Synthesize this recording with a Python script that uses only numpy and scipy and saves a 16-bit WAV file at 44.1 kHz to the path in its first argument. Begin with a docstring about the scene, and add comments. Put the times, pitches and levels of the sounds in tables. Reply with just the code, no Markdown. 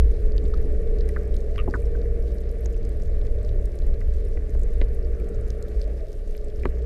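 """A boat engine idles, heard under water from a small camera housing that rumbles in the flow.
The engine's cycle comes through the hull as a comb of steady tones over resonant noise and clatter.
The housing's modes ring with scattered knocks, and a joint creaks once. There are short gliding gurgles
and one longer wavering hum; one soft wash of water passes, and faint ticks crackle over a thin hiss."""
import sys
import numpy as np
from scipy import signal
from scipy.fft import rfft, irfft, next_fast_len
from scipy.io import wavfile
from scipy.ndimage import uniform_filter1d

SR = 44100
rng = np.random.default_rng(int(sys.argv[2]) if len(sys.argv) > 2 else 0)


def generate_wav(signal):
    """Clip the signal to [-1, 1] and save it as 16-bit WAV at the path in sys.argv[1]."""
    frames = np.transpose(np.atleast_2d(signal))
    scaled = np.clip(frames, -1, 1) * 32767
    pcm = np.round(scaled).astype(np.int16)
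    wavfile.write(sys.argv[1], SR, pcm)


N = 302085


def from_db(db):
    """Decibels to gain."""
    return 10 ** (np.asarray(db) / 20)


def rms_one(x):
    """Scale to rms 1."""
    return x / np.sqrt(np.mean(x ** 2) + 1e-20)


def automation(rows):
    """One curve over all samples for each column after time_s."""
    time_s, *columns = np.transpose(rows)
    return [np.interp(np.arange(N) / SR, time_s, column) for column in columns]


def drift(rate_hz):
    """Smooth random wander of spread 1."""
    hop, run_in = 100, 1500
    pole = np.exp(-2 * np.pi * rate_hz * hop / SR)
    slow = signal.lfilter([1], [1, -2 * pole, pole * pole], rng.standard_normal(N // hop + run_in + 2))
    slow = slow[run_in:]
    return np.interp(np.arange(N) / hop, np.arange(len(slow)), rms_one(slow - slow.mean()))


def coloured(spectrum, flicker_db, rate_hz, bands):
    """Noise of a given spectrum, in overlapping bands that flicker partly together; rms 1."""
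    size = next_fast_len(N)
    hz, db = np.transpose(spectrum)
    octave = np.log2(np.arange(1, size // 2 + 2) * SR / size)
    noise = rfft(rng.standard_normal(size)) * from_db(np.interp(octave, np.log2(hz), db, -200, -200))
    centres, step = np.linspace(np.log2(hz[0]), np.log2(hz[-1]), bands, retstep=True)
    out, together = np.zeros(N), drift(rate_hz)
    for centre in centres:
        band = irfft(noise * np.clip(1 - abs(octave - centre) / step, 0, 1), size)[:N]
        out += band * from_db(flicker_db * (0.62 * together + drift(rate_hz)))
    return rms_one(out)


def evened(x, window_s):
    """Level out the slow swells of a noise, so that a curve can set them."""
    window = int(window_s * SR)
    power = uniform_filter1d(uniform_filter1d(x ** 2, window), window)
    return x / np.sqrt(power + 0.028)


def ring(drive, hz, t60_s, rise_s):
    """One struck mode: a decaying sine with a softened attack."""
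    pole, angle = from_db(-60 / (t60_s * SR)), 2 * np.pi * hz / SR
    attack = 1 - np.exp(-(np.arange(len(drive)) / (rise_s * SR)) ** 2)
    feedback = [1, -2 * pole * np.cos(angle), pole * pole]
    return attack * signal.lfilter([0, np.sin(angle)], feedback, drive + 1e-18)


# Colour of the water's hiss: frequency_hz, density_db
HISS_COLOUR = [(2600, 1), (3200, -3.5), (3900, -0.5), (5000, -2), (6300, -5.5), (8000, -7), (10500, -8),
               (13000, -12), (14800, -21), (15100, -26), (15800, -30)]


def hiss():
    """A thin, flickering bed of water hiss."""
    return from_db(-67) * coloured(HISS_COLOUR, flicker_db=1.4, rate_hz=10.4, bands=5)


def tick(centre_hz, width_hz, grain):
    """A snap with a short rough tail, ringing around one pitch over a dry wide crack; peak 1."""
    edges_hz = np.clip([centre_hz - width_hz / 2, centre_hz + width_hz / 2], 1500, 15500)
    band = signal.butter(1, edges_hz, "band", fs=SR)
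    burst = 0.22 * grain * np.exp(-np.arange(len(grain)) / (0.0011 * SR))
    burst[0] = np.sign(grain[0])
    ringing = signal.lfilter(*band, signal.lfilter(*band, burst))
    crack = signal.lfilter([1, 0, -1], [1, -.65], burst)
    snap = ringing / abs(ringing).max() + 0.25 * crack
    return snap / abs(snap).max()


# The clearer ticks in the water; the rows at 4.8137 s and 6.6545 s are the sharp treble crack of the housing
# knocks at those times: start_s, peak_db, centre_hz, width_hz
TICK_CUES = [(.14, -47, 3900, 2000), (0.3207, -42.5, 4570, 1500), (.3666, -45, 7000, 5000),
             (0.38, -31, 3830, 1300), (0.441, -50, 7300, 1500), (0.4534, -46, 3900, 1200),
             (.5153, -52, 5000, 3000), (0.5388, -42, 3400, 2200), (0.543, -40, 4840, 2400),
             (0.576, -44, 4280, 2000), (.655, -50, 5000, 3000), (.874, -49, 3600, 1200),
             (0.9866, -40, 5000, 4000), (1.0086, -37.5, 4370, 1400), (1.09, -30.5, 9550, 13000),
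             (1.278, -50, 8500, 3000), (1.3244, -48, 5000, 3000), (1.342, -39, 4000, 4500),
             (1.366, -41, 4200, 900), (1.3665, -43, 6500, 1200), (1.4452, -49, 5540, 3000),
             (1.5594, -42, 4700, 2500), (1.7006, -44, 5200, 3500), (1.7097, -39, 5000, 4000),
             (1.7514, -43, 6000, 5000), (1.8559, -44.5, 5830, 2500), (2.0169, -44, 4500, 2500),
             (2.225, -48, 5500, 3000), (2.281, -48, 5000, 3000), (2.384, -43, 4840, 2400),
             (2.436, -51, 4200, 2000), (2.492, -45.5, 5230, 2600), (2.637, -49, 6500, 5000),
             (2.6582, -34.5, 6340, 900), (2.727, -47, 7300, 5000), (2.744, -49, 2600, 1300),
             (2.777, -51, 6200, 2000), (2.852, -43, 5000, 3000), (3.0217, -43.5, 5900, 3000),
             (3.06, -48, 4500, 2500), (3.215, -43, 3760, 1900), (3.2693, -40.5, 4200, 3500),
             (3.4485, -43, 5160, 2600), (3.4918, -40.5, 3730, 1900), (3.658, -48, 5630, 2500),
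             (3.7892, -40.5, 5500, 5000), (3.8208, -46, 3800, 2000), (3.868, -44, 8000, 4000),
             (4.139, -43.5, 6300, 3000), (4.166, -49, 7000, 4000), (4.185, -48, 4000, 2500),
             (4.203, -49, 8000, 4000), (4.6155, -49, 7350, 2500), (4.634, -39.5, 7040, 3500),
             (4.8137, -51, 5500, 5000), (4.885, -49, 5030, 3000), (5.027, -51, 5100, 1500),
             (5.0485, -49, 5000, 1500), (5.149, -53, 5800, 1200), (5.2, -50, 7000, 7000),
             (5.357, -52, 7600, 1800), (5.504, -33, 5100, 3000), (5.626, -34.5, 6350, 4000),
             (5.6835, -50, 4200, 2000), (5.797, -46, 5850, 2900), (5.816, -32, 4250, 2620),
             (5.834, -45, 4500, 2200), (5.842, -48, 4500, 2200), (6.0068, -52, 4220, 2000),
             (6.13, -44.5, 5560, 2800), (6.2776, -46, 7000, 3500), (6.349, -53, 3500, 1700),
             (6.378, -44, 5160, 3000), (6.4465, -46, 7200, 3600), (6.5597, -47.5, 5700, 1000),
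             (6.634, -47, 5000, 6000), (6.6545, -41, 6560, 8000), (6.7002, -50, 6560, 5000),
             (6.826, -53, 8050, 2500)]


def crackle(faint_per_s=80, floor_db=-57.5, clumping=1.6):
    """Cued ticks among a random scatter of faint ones that come in clumps."""
    draws = rng.random((1200, 4))
    gaps = (-np.log(draws[:, 0])) ** clumping
    starts_s = np.cumsum(gaps / gaps.mean() / faint_per_s)
    faint = [(start_s, floor_db - 5.7 * np.log(1 - .92 * loud), 3200 * 2 ** (2.08 * high),
              2500 + 6000 * wide)
             for start_s, (loud, high, wide) in zip(starts_s, draws[:, 1:]) if start_s < N / SR]
    grains = rng.standard_normal((len(TICK_CUES) + len(draws), 400))
    out = np.zeros(N + 400)
    for (start_s, peak_db, centre_hz, width_hz), grain in zip(TICK_CUES + faint, grains):
        at = int(start_s * SR)
        out[at:at + len(grain)] += from_db(peak_db) * tick(centre_hz, width_hz, grain)
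    return out[:N]


# Colour of the rushing water: frequency_hz, density_db
RUSH_COLOUR = [(950, -28), (1150, -5), (1350, 2), (1600, -5), (2000, -22)]


def wash(start_s=5.13, length_s=0.59, fade_s=.07, level_db=-62.5):
    """Water washes over the housing: rushing noise fades in, holds and fades out."""
    t = np.arange(N) / SR - start_s
    gate = np.clip(np.minimum(t, length_s - t) / fade_s, 0, 1)
    return gate * from_db(level_db) * coloured(RUSH_COLOUR, flicker_db=2.0, rate_hz=8.4, bands=3)


# Three short gurgles and one longer hum: start_s, length_s, from_hz, to_hz, level_db
GLIDE_CUES = [(1.49, 0.09, 600, 720, -46), (3.05, .75, 588, 612, -46), (5.86, 0.035, 593, 583, -42),
              (5.969, 0.13, 668, 590, -41.5)]


def gurgles_and_hum():
    """Short gliding gurgles, and one longer wavering hum that swells near 600 Hz."""
    tremolo, vibrato = from_db(2.5 * drift(54.0)), 1 + .025 * drift(40.0)
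    out = np.zeros(N)
    for start_s, length_s, from_hz, to_hz, level_db in GLIDE_CUES:
        at, length = int(start_s * SR), int(length_s * SR)
        pitch_hz = np.linspace(from_hz, to_hz, length) * vibrato[at:at + length]
        phase = 2 * np.pi * np.cumsum(pitch_hz) / SR
        out[at:at + length] += from_db(level_db) * np.hanning(length) * np.sin(phase)
    return out * tremolo


# Resonances of the creaking joint: pitch_hz, glide_hz (times the root of the slip count), level_db,
# loss_db (times the slip count cubed), t60_s, rise_s
CREAK_MODES = [(1150, 60, -26.5, 0.33, 0.03, .003), (1900, -3, -35, 0.25, 0.022, .0006),
               (1600, 0, -28, .3, .007, .0009), (2250, -40, -22.5, .3, 0.007, .0009),
               (2750, 0, -33, .4, .014, .001), (3180, -310, -25.5, .3, .012, .0012),
               (3900, -100, -48, .2, 0.011, .001)]


def creak(start_s=1.579, slip_gap_s=.0098, trim_db=1.5):
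    """Five fading slips, each ringing resonances that shift as the joint gives way."""
    out, click = np.zeros(N), signal.unit_impulse(SR // 10)
    for slip in range(5):
        at = int((start_s + slip * slip_gap_s) * SR)
        for pitch_hz, glide_hz, level_db, loss_db, t60_s, rise_s in CREAK_MODES:
            hz = (pitch_hz + np.sqrt(slip) * glide_hz) * (1 + .01 * rng.normal())
            gain = from_db(trim_db + level_db - loss_db * slip ** 3 + rng.normal())
            out[at:at + len(click)] += gain * ring(click, hz, t60_s, rise_s)
    return out


# Modes of the housing; those under 500 Hz are the whole body's thud: pitch_hz, gain_db, base_t60_s
HOUSING_MODES = [(101, 0.5, 0.087), (180, -2, 0.071), (260, -0.5, 0.13), (362, 4, 0.085), (670, 27, 0.034),
                 (828, 7.5, 0.075), (990, 12, 0.044), (1140, 4.5, 0.051), (1250, 12, 0.034),
                 (1400, 3.5, 0.043), (1540, 6, 0.045), (1700, 16.5, 0.02), (1950, 7, 0.046),
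                 (2350, 10, 0.026), (2800, 8, 0.025), (2940, -1.5, 0.039), (3840, 13.5, 0.017)]
# Knocks on the housing: start_s, level_db, centre_hz, spread_octaves, thud_db, singing_hz
KNOCK_CUES = [(0.436, -34, 180, 0.27, -34, 180), (.537, -40, 1250, 0.2, -49, 1250),
              (0.644, -40.5, 260, 0.4, -33.5, 260), (1.0897, -49, 2270, 0.32, -59, 1950),
              (1.163, -29, 1516, 0.26, -35, 1700), (1.5585, -48, 2000, 0.62, -50, 1950),
              (1.677, -32.5, 740, 0.31, -21.5, 670), (1.7394, -27, 1450, 0.27, -29, 1540),
              (1.752, -36.5, 1190, 0.3, -62, 1400), (1.824, -55, 2200, .23, -59, 2350),
              (1.949, -46.5, 1400, 0.2, -52, 1540), (2.055, -50, 1750, .2, -51, 1700),
              (2.658, -49, 2040, 0.9, -32.5, 670), (3.250, -52, 1840, .47, -64, 1700),
              (4.013, -48.5, 1870, .51, -53, 1950), (4.372, -48, 1890, 0.53, -33.5, 1950),
              (4.549, -50, 1200, 0.67, -41, 990), (4.8141, -35, 2000, 0.98, -26, 1950),
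              (5.199, -52.5, 2350, 0.19, -38, 2350), (6.349, -50.5, 2320, 0.46, -60, 2350),
              (6.6333, -43, 2110, 0.3, -32, 2350), (6.654, -32, 1630, 0.66, -18.5, 1140)]


def knocks(sing_db=11, thud_lag_s=0.0017, rattle_s=.009):
    """A knock rings the modes near its centre, then thuds the body; pitches shift with the grip."""
    out, click = np.zeros(N + SR // 2), signal.unit_impulse(SR // 6)
    variations = rng.normal(0, 1, (len(KNOCK_CUES), len(HOUSING_MODES), 2))
    rattle_fade = np.exp(-np.arange(len(click)) / (rattle_s * SR))
    rattles = rng.standard_normal((len(KNOCK_CUES), len(click))) * rattle_fade
    for cue, variation, rattle in zip(KNOCK_CUES, variations, rattles):
        start_s, level_db, centre_hz, spread, thud_db, singing_hz = cue
        rise_s = 0.00085 * (.45 / spread) ** 0.46   # water cushions it; soft contacts excite fewer modes
        sustain = 0.95 * (centre_hz / 1500) ** -0.21 * 2 ** (-1.38 * spread)   # high or broad is drier
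        rattling_click = click + .01 * spread ** 2 * rattle   # broad knocks shake loose fittings
        singer = np.argmin([abs(hz - singing_hz) for hz, *_ in HOUSING_MODES])
        for mode, (hz, gain_db, t60_s) in enumerate(HOUSING_MODES):
            accent, detune = variation[mode]
            if hz < 500:
                at, drive, blow_db = int((start_s + thud_lag_s) * SR), -click, thud_db
            else:
                at, drive = int(start_s * SR), rattling_click
                blow_db = level_db - 6 * (np.log2(hz / centre_hz) / spread) ** 2
            mode_db = level_db + sing_db if mode == singer else blow_db + gain_db + 1.2 * accent
            ringing = ring(drive, hz * (1 + .012 * detune), t60_s * sustain, rise_s)
            out[at:at + len(click)] += from_db(mode_db) * ringing
    return out[:N]


# Fader moves of the flow's two rumbles: time_s, deep_db, upper_db
FLOW_FADERS = [(0.02, -13, -32.5), (0.15, -20.5, -49), (0.19, -29, -24), (0.25, -18.5, -37),
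               (1.42, -25, -44), (1.67, -23, -35), (2.45, -27, -44), (3.38, -23.5, -33.5),
               (3.41, -27, -32.5), (3.55, -18, -33.5), (3.7, -25.5, -46), (3.75, -32.5, -39),
               (3.85, -20, -43.5), (4.06, -24.5, -27.5), (4.17, -21, -46), (4.48, -28, -36.5),
               (4.63, -18.5, -40), (5.73, -30.5, -40), (5.86, -23.5, -52), (6.15, -34, -43.5),
               (6.2, -25.5, -64), (6.68, -31, -34), (6.7, -22.5, -54), (6.83, -39, -51)]
# Colours of the deep and the upper rumble: frequency_hz, density_db
DEEP_COLOUR = [(7, -32), (12, -22.5), (18, 1.5), (24, 0), (40, -5), (57, -5.5), (64, -18), (70, -14.5),
               (80, -68)]
UPPER_COLOUR = [(58, -19), (68, 2), (82, -3), (97, 5.5), (110, -10.5), (128, -33), (150, -74)]


def flow(deep_trim_db=2.0, upper_trim_db=0.8):
    """Eddies press on the housing: two layers of lumpy rumble."""
    deep_db, upper_db = automation(FLOW_FADERS)
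    deep = evened(coloured(DEEP_COLOUR, flicker_db=2.1, rate_hz=2.6, bands=3), window_s=0.063)
    upper = evened(coloured(UPPER_COLOUR, flicker_db=4.0, rate_hz=7.9, bands=2), window_s=0.037)
    lumpy_deep = rms_one(deep * from_db(2 * drift(8.7)))
    lumpy_upper = rms_one(upper * from_db(3 * drift(10.2)))
    return from_db(deep_db + deep_trim_db) * lumpy_deep + from_db(upper_db + upper_trim_db) * lumpy_upper


# Colour of the engine's clatter: frequency_hz, density_db
CLATTER_COLOUR = [(440, -13), (750, 2), (1010, -11.5), (1120, -6), (1160, 0), (1290, -9), (1550, -4),
                  (1820, -2), (1980, -4.5), (2340, -6.5), (2830, -17), (3050, -18), (3960, -29),
                  (6710, -120)]


def clatter(cycle_phase, sway_db):
    """Midrange noise that pulses with four uneven firings a cycle."""
    throb_db = 1.5 * np.cos(4 * cycle_phase - 1.9) + .8 * np.cos(cycle_phase - 3.3)
    noise = coloured(CLATTER_COLOUR, flicker_db=1.0, rate_hz=16.0, bands=5)
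    return from_db(-59 + 0.59 * sway_db + throb_db) * noise


# Resonances of the hull: frequency_hz, density_db
HULL_COLOUR = [(68, 6), (115, -13.5), (140, -3.5), (189, -4), (259, -5), (372, -3.5), (410, 0.5),
               (448, -5.5), (477, 1), (512, -10), (590, -5.5), (782, -31), (950, -49), (1240, -82),
               (2090, -120)]


def hull_drone(sway_db):
    """Engine noise resonating in the hull."""
    return from_db(-43 + 0.84 * sway_db) * coloured(HULL_COLOUR, flicker_db=2.0, rate_hz=9.4, bands=6)


# The engine's comb of tones: order (multiple of the cycle rate), level_db
ENGINE_ORDERS = [(4, -30.5), (7, -52.5), (8, -52.7), (9, -58.3), (10, -60.3), (11, -61.2), (12, -52.3),
                 (13, -53.8), (14, -61.4), (15, -59.4), (20, -62.3), (21, -58.3), (22, -63.4), (23, -60.1),
                 (24, -55.6), (25, -56.4), (27, -55.7), (28, -43.8), (29, -51.0), (30, -48.2), (31, -45.8),
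                 (32, -61.2), (33, -71.8), (34, -64.0), (35, -58.1), (36, -55.9), (37, -63.7), (38, -54.9),
                 (39, -56.3), (40, -60.2), (41, -61.5), (43, -63.6), (44, -64.1), (45, -65.1), (46, -71.5),
                 (47, -73.8), (48, -71.2)]


def engine_tones(cycle_phase, firing_db, sway_db, upper_db, high_db):
    """Tones start together at a blow in the cycle; paths through hull and water scatter and sway them."""
    out = np.zeros(N)
    for order, level_db in ENGINE_ORDERS:
        if order < 33:
            blow_at = .13   # share of the cycle
            fader_db = firing_db if order < 6 else sway_db if order < 30 else sway_db + upper_db
        else:
            blow_at, fader_db = .78, high_db   # the high tones carry a second blow
        scatter_rad = (2.5 if order < 27 else .9) * rng.normal()
        phase = order * (cycle_phase - 2 * np.pi * blow_at) + scatter_rad + 0.32 * drift(2.17)
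        out += np.sqrt(2) * from_db(level_db + fader_db + 1.93 * drift(1.41)) * np.cos(phase)
    return out


# Fader moves on the engine as the housing sways:
# time_s, firing_tone_db, high_tones_db, upper_hull_tones_db, hull_band_db
ENGINE_FADERS = [(0.0, 1, -2.5, 1.5, -40), (0.6, 1.5, -2.5, -2.5, -39), (0.92, -1, 1.5, 4, -39.5),
                 (1.15, 6.5, -1.5, -0.5, -39), (1.4, 2.5, 2.5, -2, -41), (2.1, 1.5, -0.5, 3, -41),
                 (2.45, 1, 0.5, 0.5, -42), (2.8, -1, -4, 1.5, -42.5), (3.05, -0.5, 0, -5.5, -42),
                 (3.35, -0.5, -2.5, 2, -42.5), (3.8, 0, 0.5, -14, -43), (4.2, 2, -5, 0, -44.5),
                 (4.6, -4.5, -2.5, -4.5, -42), (5.06, -2.5, -2, 2, -41.5), (5.51, 0.5, -3, -2.5, -41.5),
                 (5.89, -1.5, 1.5, -3.5, -42), (6.2, -14, -3.5, -3, -48), (6.56, -1, -2.5, -2, -45.5),
                 (6.85, 0.5, 0, 1, -41.5)]


def engine(cycle_hz=15.1, hunt_hz=.042, hunt_period_s=2.8, fastest_s=2.88):
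    """The idle comes through the hull as tones, drone and clatter; the governor slowly hunts."""
    firing_db, high_db, upper_db, hull_db = automation(ENGINE_FADERS)
    sway_db = hull_db - hull_db.mean()
    t = np.arange(N) / SR
    speed_hz = cycle_hz + hunt_hz * np.cos(2 * np.pi * (t - fastest_s) / hunt_period_s)
    cycle_phase = 2 * np.pi * np.cumsum(speed_hz) / SR
    tones = engine_tones(cycle_phase, firing_db, sway_db, upper_db, high_db)
    return tones + hull_drone(sway_db) + clatter(cycle_phase, sway_db)


def scene():
    """All sources reach the one microphone."""
    mix = engine() + flow() + wash() + knocks() + creak() + gurgles_and_hum() + crackle() + hiss()
    return mix[None]


def record(dry):
    """A steep high cut, 70 dB down from 16.3 kHz."""
    return signal.sosfilt(signal.cheby2(12, 70, 16300, fs=SR, output="sos"), dry)


dry = scene()
out = record(dry)
generate_wav(out)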